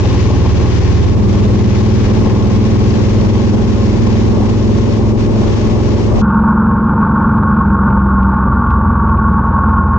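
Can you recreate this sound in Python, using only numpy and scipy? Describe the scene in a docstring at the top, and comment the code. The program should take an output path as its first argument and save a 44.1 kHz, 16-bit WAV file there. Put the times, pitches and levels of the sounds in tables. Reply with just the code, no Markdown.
"""A twin-cylinder motorcycle on a wet road in heavy rain, heard by a camera on its rider. First come the
throbbing exhaust (a stack of engine harmonics), buffeting wind and hissing rain (shaped noise). The throttle
opens after one second and the engine gathers speed; past four seconds the mount knocks and the tyre squelches.
After six seconds the camera switches from open stereo ports to one sheltered port: the hiss goes, clatter
and gear whine ring in its hollow and drops tick on the case. Last, the throttle rolls off and the engine slows."""
import sys
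import numpy as np
from scipy import signal
from scipy.fft import rfft, irfft
from scipy.io import wavfile
from scipy.ndimage import uniform_filter1d, minimum_filter1d

SR = 44100
rng = np.random.default_rng(int(sys.argv[2]) if len(sys.argv) > 2 else 0)


def int16_out(signal):
    """Quantize to a 16-bit WAV file."""
    q = np.round(np.clip(np.atleast_2d(signal).T, -1, 1) * 32767)
    wavfile.write(sys.argv[1], SR, q.astype(np.int16))


N = 440118
T = np.arange(N) / SR  # time of every sample [s]
FREQ = np.maximum(np.arange(N // 2 + 1) * SR / N, 1)  # frequency of every spectrum bin [Hz]
MID_SPEED = 20.5  # reference engine speed [four-stroke cycles per second]


def undb(db):
    """Turn decibels into a gain."""
    return 10 ** (np.asarray(db) / 20)


def curve(table, axis=1):
    """Read one column of a time table at every sample."""
    table = np.array(table)
    return np.interp(T, table[:, 0], table[:, axis])


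def bumps(table):
    """Smooth brief changes of level [dB]."""
    return sum(db * np.exp(-((T - s) / length) ** 2) for s, length, db in table)


def unit(x):
    """Scale to rms 1."""
    return x / np.sqrt(np.mean(x ** 2))


def noise():
    """White noise."""
    return rng.standard_normal(N)


def walk(rate):
    """Smooth random wandering, spread near 1, with rate new values per second."""
    knots = np.arange(0, T[-1] + 1, 1 / rate)
    return np.interp(T, knots, rng.standard_normal(len(knots)))


def colour(x, spectrum, modes=()):
    """Give white noise of rms 1 a spectrum in dB per Hz, with resonances on top."""
    hz, db = np.transpose(spectrum)
    gain = undb(np.interp(np.log(FREQ), np.log(hz), db)) * np.sqrt(SR / 2)
    for centre, width, boost in modes:
        peak = 1 / (1 + (2 * (FREQ - centre) / width) ** 2)
        gain = gain * (1 + (undb(boost) - 1) * peak)
    return irfft(rfft(x) * gain, N)


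def ports(make, likeness, pan_db):
    """Left and right signals that share a part of their sound; pan_db is left minus right."""
    share = np.clip(likeness, 0, 1)
    common = np.sqrt(share) * make()
    separate = np.sqrt(1 - share) * np.array([make(), make()])
    sides = undb(np.array([[pan_db], [-pan_db]]) / 2)
    return unit((common + separate) * sides)


def left_late(pair, lag_s):
    """Sound from the right reaches the left port later."""
    return np.array([np.interp(T - lag_s, T, pair[0]), pair[1]])


def by_speed(speed, mid_db, slope_db):
    """Gain that follows engine speed: level at MID_SPEED, and dB more per extra cycle per second."""
    return undb(mid_db + slope_db * (speed - MID_SPEED))


def by_throttle(throttle, levels_db):
    """Gain that moves between three levels: overrun (engine braking), cruising and pulling."""
    return undb(np.interp(throttle, [-1, 0, 1], levels_db))


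def harmonic(turns, db):
    """One exhaust harmonic, a sine whose level wavers slightly."""
    return np.sqrt(2) * undb(db + .7 * walk(9)) * np.sin(2 * np.pi * turns)


def boom_line(cycle, order, db, lag, smear):
    """One low exhaust harmonic; higher orders arrive later, which spreads the thump over the cycle."""
    # lag: delay in cycles; smear: further delay for each order in cycles
    return harmonic(order * (cycle - lag) - smear * order ** 2 / 2, db)


def growl_lines(cycle, speed, spectrum, level_db, tilt_db=0):
    """Upper harmonics: uneven firings add or cancel, and pipe echoes scatter their timing."""
    second_firing = 270 / 720  # the second cylinder fires 270 crank degrees after the first
    second_gain = undb(-0.5)  # and a little weaker
    orders = np.arange(13, 30)
    pair = abs(1 + second_gain * np.exp(-2j * np.pi * orders * second_firing)) / 2
    lines = []
    for order, both, lag in zip(orders, pair, rng.random(len(orders))):
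        db = np.interp(order * speed, *np.transpose(spectrum)) + level_db
        db = db + tilt_db * np.log2(order / orders[0])  # dB per octave above the lowest
        lines.append((order, both * harmonic(order * cycle - lag, db)))
    return lines


def open_exhaust(cycle, speed, throttle):
    """Boom follows the throttle and fades in the silencer's dips; growl grows with speed and throttle."""
    # boom before the silencer: (order of the cycle, cruising [dB], pulling [dB])
    boom_orders = [(2, -30.5, -29.5), (3, -24.5, -23.5), (4, -16.5, -21.5), (5, -17.5, -15.5),
                   (6, -17.5, -15), (7, -20, -28.5), (8, -39, -43), (9, -23.5, -29), (10, -38.5, -19.5),
                   (11, -29, -18)]
    # dips of the silencer: (frequency [Hz], width [Hz], level [dB])
    silencer = [(136.1, 12.8, -15), (242, 6.2, -7.5)]
    # growl where both firings add up, at MID_SPEED before its gain: (frequency [Hz], one harmonic [dB])
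    growl = [(255, -29), (285, -27.5), (305, -27.5), (325, -25.5), (355, -23.5), (385, -24.5), (445, -29.5),
             (480, -37), (515, -35), (640, -45)]
    # balance of the exhaust: (frequency [Hz], left minus right [dB])
    exhaust_pan = [(55, 0.5), (80, -13.5), (102, 3), (180, 2.5), (205, -7.5), (320, 4), (560, 9)]
    # brief dips under the strongest gust: (time [s], half length [s], level [dB])
    exhaust_dips = [(6.15, .06, -4)]

    axis_hz = np.arange(800.)
    response_db = sum(db * np.exp(-((axis_hz - hz) / width) ** 2) for hz, width, db in silencer)
    boom_gain = by_speed(speed, mid_db=0.71, slope_db=-0.66)
    lines = []
    for order, cruise_db, pull_db in boom_orders:
        db = cruise_db + (pull_db - cruise_db) * throttle
        db = db + np.interp(order * speed, axis_hz, response_db)
        lines.append((order, boom_gain * boom_line(cycle, order, db, lag=.8, smear=.125)))

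    growl_db = -0.71 + 0.38 * (speed - MID_SPEED)
    tilt_db = -3.5 * (1 - np.clip(throttle, 0, 1))  # duller off the throttle
    lines += growl_lines(cycle, speed, growl, growl_db, tilt_db)

    out = np.zeros((2, N))
    for order, line in lines:
        pan_db = np.interp(order * speed.mean(), *np.transpose(exhaust_pan))
        sides = undb(pan_db * np.array([[.5], [-.5]]))
        out += sides / sides.mean() * line
    return left_late(out, lag_s=0.00026) * undb(bumps(exhaust_dips))


def clatter(cycle, repeat, once, twice, flutter_db, size=2048):
    """Valve and piston noise: part repeats every cycle, and it swells with each cycle and crank turn."""
    share = np.clip(repeat, 0, 1)
    pattern = np.interp(cycle % 1 * size, np.arange(size), rng.standard_normal(size))
    beat = 1 + once * np.cos(2 * np.pi * cycle) + twice * np.cos(4 * np.pi * cycle)
    mix = np.sqrt(share) * pattern + np.sqrt(1 - share) * noise()
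    return unit(mix * beat * undb(flutter_db * walk(22)))


def open_clatter(cycle):
    """Engine clatter at the open ports, nearly alike on both sides, with a slowly changing level."""
    # spectrum before the swell: (frequency [Hz], level [dB per Hz])
    clatter_spectrum = [(300, -51), (560, -56), (690, -64), (860, -57), (970, -63), (1080, -56.5),
                        (1280, -77.5), (2500, -96), (6000, -118.5)]
    # slow change of level: (time [s], level [dB])
    clatter_swell = [(0, 4), (.5, 0.5), (1.3, -2.5), (2.3, 1.5), (5.2, -2), (6.2, 1.5)]

    def one_side():
        return clatter(cycle, repeat=0.25, once=0.18, twice=0.099, flutter_db=2.0)

    pair = ports(one_side, likeness=0.87, pan_db=3.5)
    return colour(pair, clatter_spectrum) * undb(curve(clatter_swell))


def gear_whine(cycle, number):
    """One harmonic of the tooth mesh, rms near 1; uneven crank speed gives it faint sidebands."""
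    mesh_order = 27.26  # gear teeth that mesh in one engine cycle
    mesh = 2 * np.pi * number * mesh_order * cycle
    mesh = mesh + 0.25 * np.sin(2 * np.pi * cycle) + 0.13 * walk(25)
    return np.sqrt(2) * undb(1.1 * walk(25)) * np.sin(mesh)


def chain_hum(cycle):
    """The drive chain hums as its links meet the sprocket, rms near 1."""
    chain_order = 14.27  # chain links met in one engine cycle
    return np.sqrt(2) * undb(2.0 * walk(16)) * np.sin(2 * np.pi * chain_order * cycle)


def open_wind(speed):
    """Wind buffets the open ports: low noise with random flutter, gusts, and more level with speed."""
    # spectrum at MID_SPEED before its gain and gusts: (frequency [Hz], level [dB per Hz])
    wind_spectrum = [(15, -70), (26, -50), (35, -40), (58, -36), (105, -38), (155, -43.5), (212, -39.5),
                     (270, -46.5), (390, -49.5), (570, -55), (700, -59), (1100, -62), (1400, -72),
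                     (2500, -92)]
    # gusts: (time [s], half length [s], level [dB])
    gusts = [(1.42, .14, 4.5), (3.1, .1, 3), (4.42, .07, 4.5), (6.16, 0.076, 6)]
    buffeting = unit(undb(2.3 * walk(18) + 0.64 * walk(2.7)))
    wind = colour(ports(noise, likeness=0.11, pan_db=1.5) * buffeting, wind_spectrum)
    return wind * by_speed(speed, mid_db=-0.12, slope_db=0.22) * undb(bumps(gusts))


def howl():
    """Wind sounds one low, unsteady note in a hollow near the camera, rms 1."""
    turn = 2 * np.pi * 213.1 * T  # pitch in Hz
    return unit(walk(6) * np.cos(turn) + walk(6) * np.sin(turn))


def patter(rate, spread_db):
    """Impacts of drops: many small, a few large."""
    hits = rng.random(N) < rate / SR
    size_db = spread_db * np.minimum(rng.exponential(size=N), 5)
    return unit(hits * np.sign(noise()) * undb(size_db))


def spurts(rate, decay_s, spread_db):
    """Envelope of overlapping splashes, each sudden and then dying away, rms 1."""
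    fade = np.exp(-1 / (decay_s * SR))
    power = signal.lfilter([1], [1, -fade], patter(rate, spread_db) ** 2)
    return unit(np.sqrt(power + 1e-12))


def rain(cycle, speed):
    """Tyre spray hisses and throbs slightly at the engine's beat; drops splash on screen and helmet."""
    # spectrum before the level changes: (frequency [Hz], level [dB per Hz])
    rain_spectrum = [(500, -74.5), (1000, -69), (1800, -67), (2500, -68), (4000, -72), (5800, -72.5),
                     (7000, -78), (8000, -93), (8800, -105)]
    # the spray moves to the right as a car is overtaken: (time [s], lag of the left port [s])
    spray_lag = [(2, .000075), (3.5, .000136)]
    # surges of spray: (time [s], half length [s], level [dB])
    spray_surges = [(.1, 0.29, 1.5), (.74, 0.056, 1.5), (1.95, 0.2, 1.1), (2.26, .03, 2), (2.95, 0.2, 1.2),
                    (4.497, 0.0087, 4), (5.6, 0.2, 0.7), (5.95, 0.12, 1)]
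    # brief dips of the hiss: (time [s], half length [s], level [dB])
    hiss_dips = [(1.16, 0.073, -3), (1.5, 0.064, -2.5), (2.34, 0.03, -4.5), (4.37, 0.054, -2.5),
                 (5.01, 0.054, -3.5), (5.15, .035, -7), (5.29, .03, -6), (6.12, .04, -4.5)]

    spray = left_late(ports(noise, likeness=.3, pan_db=4.5), lag_s=curve(spray_lag))
    spray = spray * undb(1.0 * walk(170))  # fine grain

    def splashes():
        return noise() * spurts(rate=700, decay_s=.001, spread_db=2.5)

    drops = ports(splashes, likeness=0.11, pan_db=2.5)
    throb_db = .5 * np.cos(2 * np.pi * cycle)
    flutter_db = throb_db + 0.2 * walk(45) + 0.75 * walk(15)
    surge = undb(flutter_db + bumps(spray_surges) + bumps(hiss_dips))
    level = by_speed(speed, mid_db=0.47, slope_db=-0.78)
    return colour(unit(spray + undb(-3.5) * drops), rain_spectrum) * surge * level


def knocks():
    """Bumps and buffets of wind jolt the camera mount: a sudden dull knock that dies quickly."""
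    # knocks: (time [s], decay [s], rms level at the start [dB])
    jolts = [(4.155, 0.005, -17), (4.372, .007, -18), (4.402, .016, -18), (5.363, .005, -16),
             (6.115, .008, -20), (6.139, .012, -13), (6.181, .012, -15), (8.459, .014, -19)]
    # tone of a knock, scaled to rms 1 below: (frequency [Hz], relative level [dB per Hz])
    knock_spectrum = [(150, -8), (420, 1.5), (620, -0.5), (900, -6.5), (1500, -28), (3000, -60),
                      (6000, -84)]
    envelope = sum(undb(db) * (T >= s) * np.exp(-abs(T - s) / decay) for s, decay, db in jolts)
    shake = ports(noise, likeness=0.69, pan_db=1)
    return colour(envelope * shake, knock_spectrum) / np.std(colour(shake, knock_spectrum))


def squelches():
    """Water squeezed from under the tyre: short, rough, falling chirps."""
    # squelches: (time [s], length [s], starting pitch [Hz], peak before roughening [dB])
    chirps = [(4.412, .028, 1170, -22), (4.462, .034, 1250, -26), (5.992, .024, 1130, -26)]
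    pitch_fall = .52  # final pitch over starting pitch
    out = np.zeros(N)
    for s, length, hz, db in chirps:
        along = np.clip((T - s) / length, 0, 1)
        swell = np.sqrt(np.sin(np.pi * along).clip(0))
        turns = np.cumsum(hz * pitch_fall ** along) / SR
        out += undb(db) * swell * np.sin(2 * np.pi * turns)
    return out * undb(2.5 * walk(400))  # rough level


def open_ports(cycle, speed, throttle):
    """Exhaust, clatter, gears, chain, wind, rain, knocks and squelches in stereo."""
    whine = gear_whine(cycle, number=1) * by_speed(speed, mid_db=-37, slope_db=2)
    chain = chain_hum(cycle) * by_speed(speed, mid_db=-34.5, slope_db=.5)
    bike = open_exhaust(cycle, speed, throttle) + open_clatter(cycle) + whine + chain
    air = open_wind(speed) + undb(-30.5) * howl()
    water = rain(cycle, speed) + squelches()
    return left_late(bike, lag_s=0.000087) + air + water + knocks()


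def sheltered_exhaust(cycle, speed, throttle):
    """A duller boom that changes with the throttle; the growl dies down as the throttle closes."""
    # boom before the swell and gain: (order of the cycle, overrun [dB], cruising [dB], pulling [dB])
    boom_orders = [(2, -29, -31, -31), (3, -19.5, -14.5, -20), (4, -13.5, -25, -23.5), (5, -30, -35, -24.5),
                   (6, -23.5, -24, -27.5), (7, -31, -33, -24), (8, -32, -30, -29), (9, -31, -13.5, -18.5),
                   (10, -20, -34, -18), (11, -17.5, -28.5, -35)]
    # the upper boom, near the wind's note, swells: (time [s], half length [s], level [dB])
    boom_swell = [(6.38, .42, 4.5)]
    # growl where both firings add up, before throttle gains: (frequency [Hz], one harmonic [dB])
    growl = [(280, -29), (315, -32.5), (355, -35), (410, -44), (466, -35), (490, -44), (533, -41),
             (650, -49)]
    boom = 0
    for order, *levels_db in boom_orders:
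        db = np.interp(throttle, [-1, 0, 1], levels_db)
        if order >= 9:
            db = db + bumps(boom_swell)
        boom = boom + boom_line(cycle, order, db, lag=.55, smear=.2)
    growl_db = -7 * (1 - throttle) / 2  # -7 dB on full overrun
    lines = growl_lines(cycle, speed, growl, growl_db)
    exhaust = boom + sum(line for order, line in lines)
    return exhaust * by_throttle(throttle, (0, 1, 0.1))


def sheltered_wind(throttle):
    """Wind at the sheltered port: steadier low noise with a few gusts."""
    # spectrum before the throttle gain and gusts: (frequency [Hz], level [dB per Hz])
    wind_spectrum = [(15, -72), (35, -48), (55, -38.5), (110, -41), (170, -42.5), (205, -37), (232, -38.5),
                     (258, -51), (300, -51.5), (380, -53.5), (540, -60), (720, -66), (1500, -82),
                     (4000, -125)]
    # gusts: (time [s], half length [s], level [dB])
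    gusts = [(7.3, .12, 2), (7.92, .08, 2.5), (8.8, .08, 3)]
    wind = colour(unit(noise() * undb(0.61 * walk(17))), wind_spectrum)
    return wind * by_throttle(throttle, (-.8, -1.2, -1.6)) * undb(bumps(gusts))


def sheltered_clatter(cycle, throttle):
    """Engine clatter rings at the resonances of the port's hollow."""
    # spectrum before resonances, gain and swells: (frequency [Hz], level [dB per Hz])
    hollow = [(400, -60.5), (720, -63), (850, -53.5), (1000, -55), (1200, -51.5), (1300, -53), (1520, -54),
              (1700, -66.5), (2000, -84), (2450, -84.5), (2750, -94), (3200, -92), (4000, -99),
              (4300, -106), (8000, -125)]
    # resonances of the port: (frequency [Hz], width [Hz], level over the hollow [dB])
    port_modes = [(908, 62, 11), (1090, 48, 14.5), (1410, 58, 8), (1500, 24, 2)]
    # swells of the clatter: (time [s], half length [s], level [dB])
    rattle_swell = [(6.48, 0.033, 2.5), (7.02, .06, 4), (7.25, .14, 2), (7.61, 0.029, 3.5)]
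    rattle = clatter(cycle, repeat=.04, once=0.15, twice=0.2, flutter_db=1.0)
    ringing = colour(rattle, hollow, port_modes)
    return ringing * by_throttle(throttle, (-.5, -1, -1)) * undb(bumps(rattle_swell))


def case_ticks():
    """Single drops splash briefly on the camera case and tick dully inside; small ones fall at random."""
    # the louder drops: (time [s], strength before the splash and its tone [dB])
    loud_drops = [(6.2433, -46), (6.2832, -47), (6.3037, -47), (6.3436, -44), (7.0126, -48), (7.3793, -49),
                  (7.5868, -48), (7.91, -50), (8.2313, -38.5), (8.343, -49), (8.7042, -37.5), (9.0774, -49),
                  (9.0938, -41), (9.1746, -46), (9.6935, -48)]
    # tone of the case: (frequency [Hz], gain density [dB per Hz])
    case_tone = [(300, -44.0), (1400, -28.5), (2400, -27.0), (4000, -40), (6000, -56), (9000, -84)]
    case_modes = [(2450, 200, 3.3)]  # (frequency [Hz], width [Hz], boost [dB])
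    small_per_s, small_db, splash_s = 45, -61, .002  # rate, weakest strength [dB], decay [s]

    grit = np.sign(noise())
    chance = rng.random((round(small_per_s * T[-1]), 2))
    small = [(when * T[-1], small_db + 10 * size) for when, size in chance]
    hits = np.zeros(N)
    for s, db in list(loud_drops) + small:
        hits[int(s * SR)] += undb(db)
    splash = signal.lfilter([1], [1, -np.exp(-1 / (splash_s * SR))], hits)
    return colour(splash * grit, case_tone, case_modes)


def sheltered_port(cycle, speed, throttle):
    """Boom and wind stay; clatter rings, the second gear harmonic whines and drops tick on the case."""
    exhaust = sheltered_exhaust(cycle, speed, throttle)
    note = howl() * by_throttle(throttle, (-26.5, -29, -24))
    whine = gear_whine(cycle, number=2) * by_throttle(throttle, (-19, -28.5, -46))
    engine = exhaust + sheltered_clatter(cycle, throttle) + whine
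    return engine + sheltered_wind(throttle) + note + case_ticks() + knocks().mean(axis=0)


def scene():
    """One engine, heard first through the open ports and then through the sheltered one."""
    # engine speed: (time [s], four-stroke cycles per second)
    speed_table = [(0.0, 19.68), (0.5, 19.19), (0.9, 19.12), (1.4, 19.37), (2.0, 19.8), (2.6, 20.14),
                   (4.4, 21.07), (5.0, 21.48), (5.9, 21.9), (7.2, 22.25), (7.7, 22.24), (8.0, 22.03),
                   (8.3, 21.53), (9.5, 20.28), (9.98, 19.9)]
    # throttle: (time [s], position: -1 overrun, 0 cruising, 1 pulling)
    throttle_table = [(1.08, 0), (1.22, .92), (7.62, 1), (7.97, .12), (8.3, -.05), (8.8, -.7)]
    switch_s, fade_s = 6.218, 0.0073  # middle and length of the switch between ports [s]
    speed, throttle = curve(speed_table), curve(throttle_table)
    cycle = np.cumsum(speed) / SR  # engine cycles so far
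    sheltered = np.clip((T - switch_s) / fade_s + .5, 0, 1)
    before = (1 - sheltered) * open_ports(cycle, speed, throttle)
    return before + sheltered * sheltered_port(cycle, speed, throttle)


def record(dry):
    """The camera's look-ahead limiter holds the peaks down; a steep low-pass filter cuts the top."""
    ceiling, top_hz = .83, 8400  # limiter ceiling (full scale is 1), edge of the treble cut [Hz]
    gain = ceiling / np.maximum(abs(dry).max(axis=0), ceiling)
    gain = uniform_filter1d(minimum_filter1d(gain, size=500), size=500)
    low_pass = signal.ellip(8, .2, 70, top_hz, fs=SR, output="sos")
    return signal.sosfilt(low_pass, dry * gain)


dry = scene()
out = record(dry)
int16_out(out)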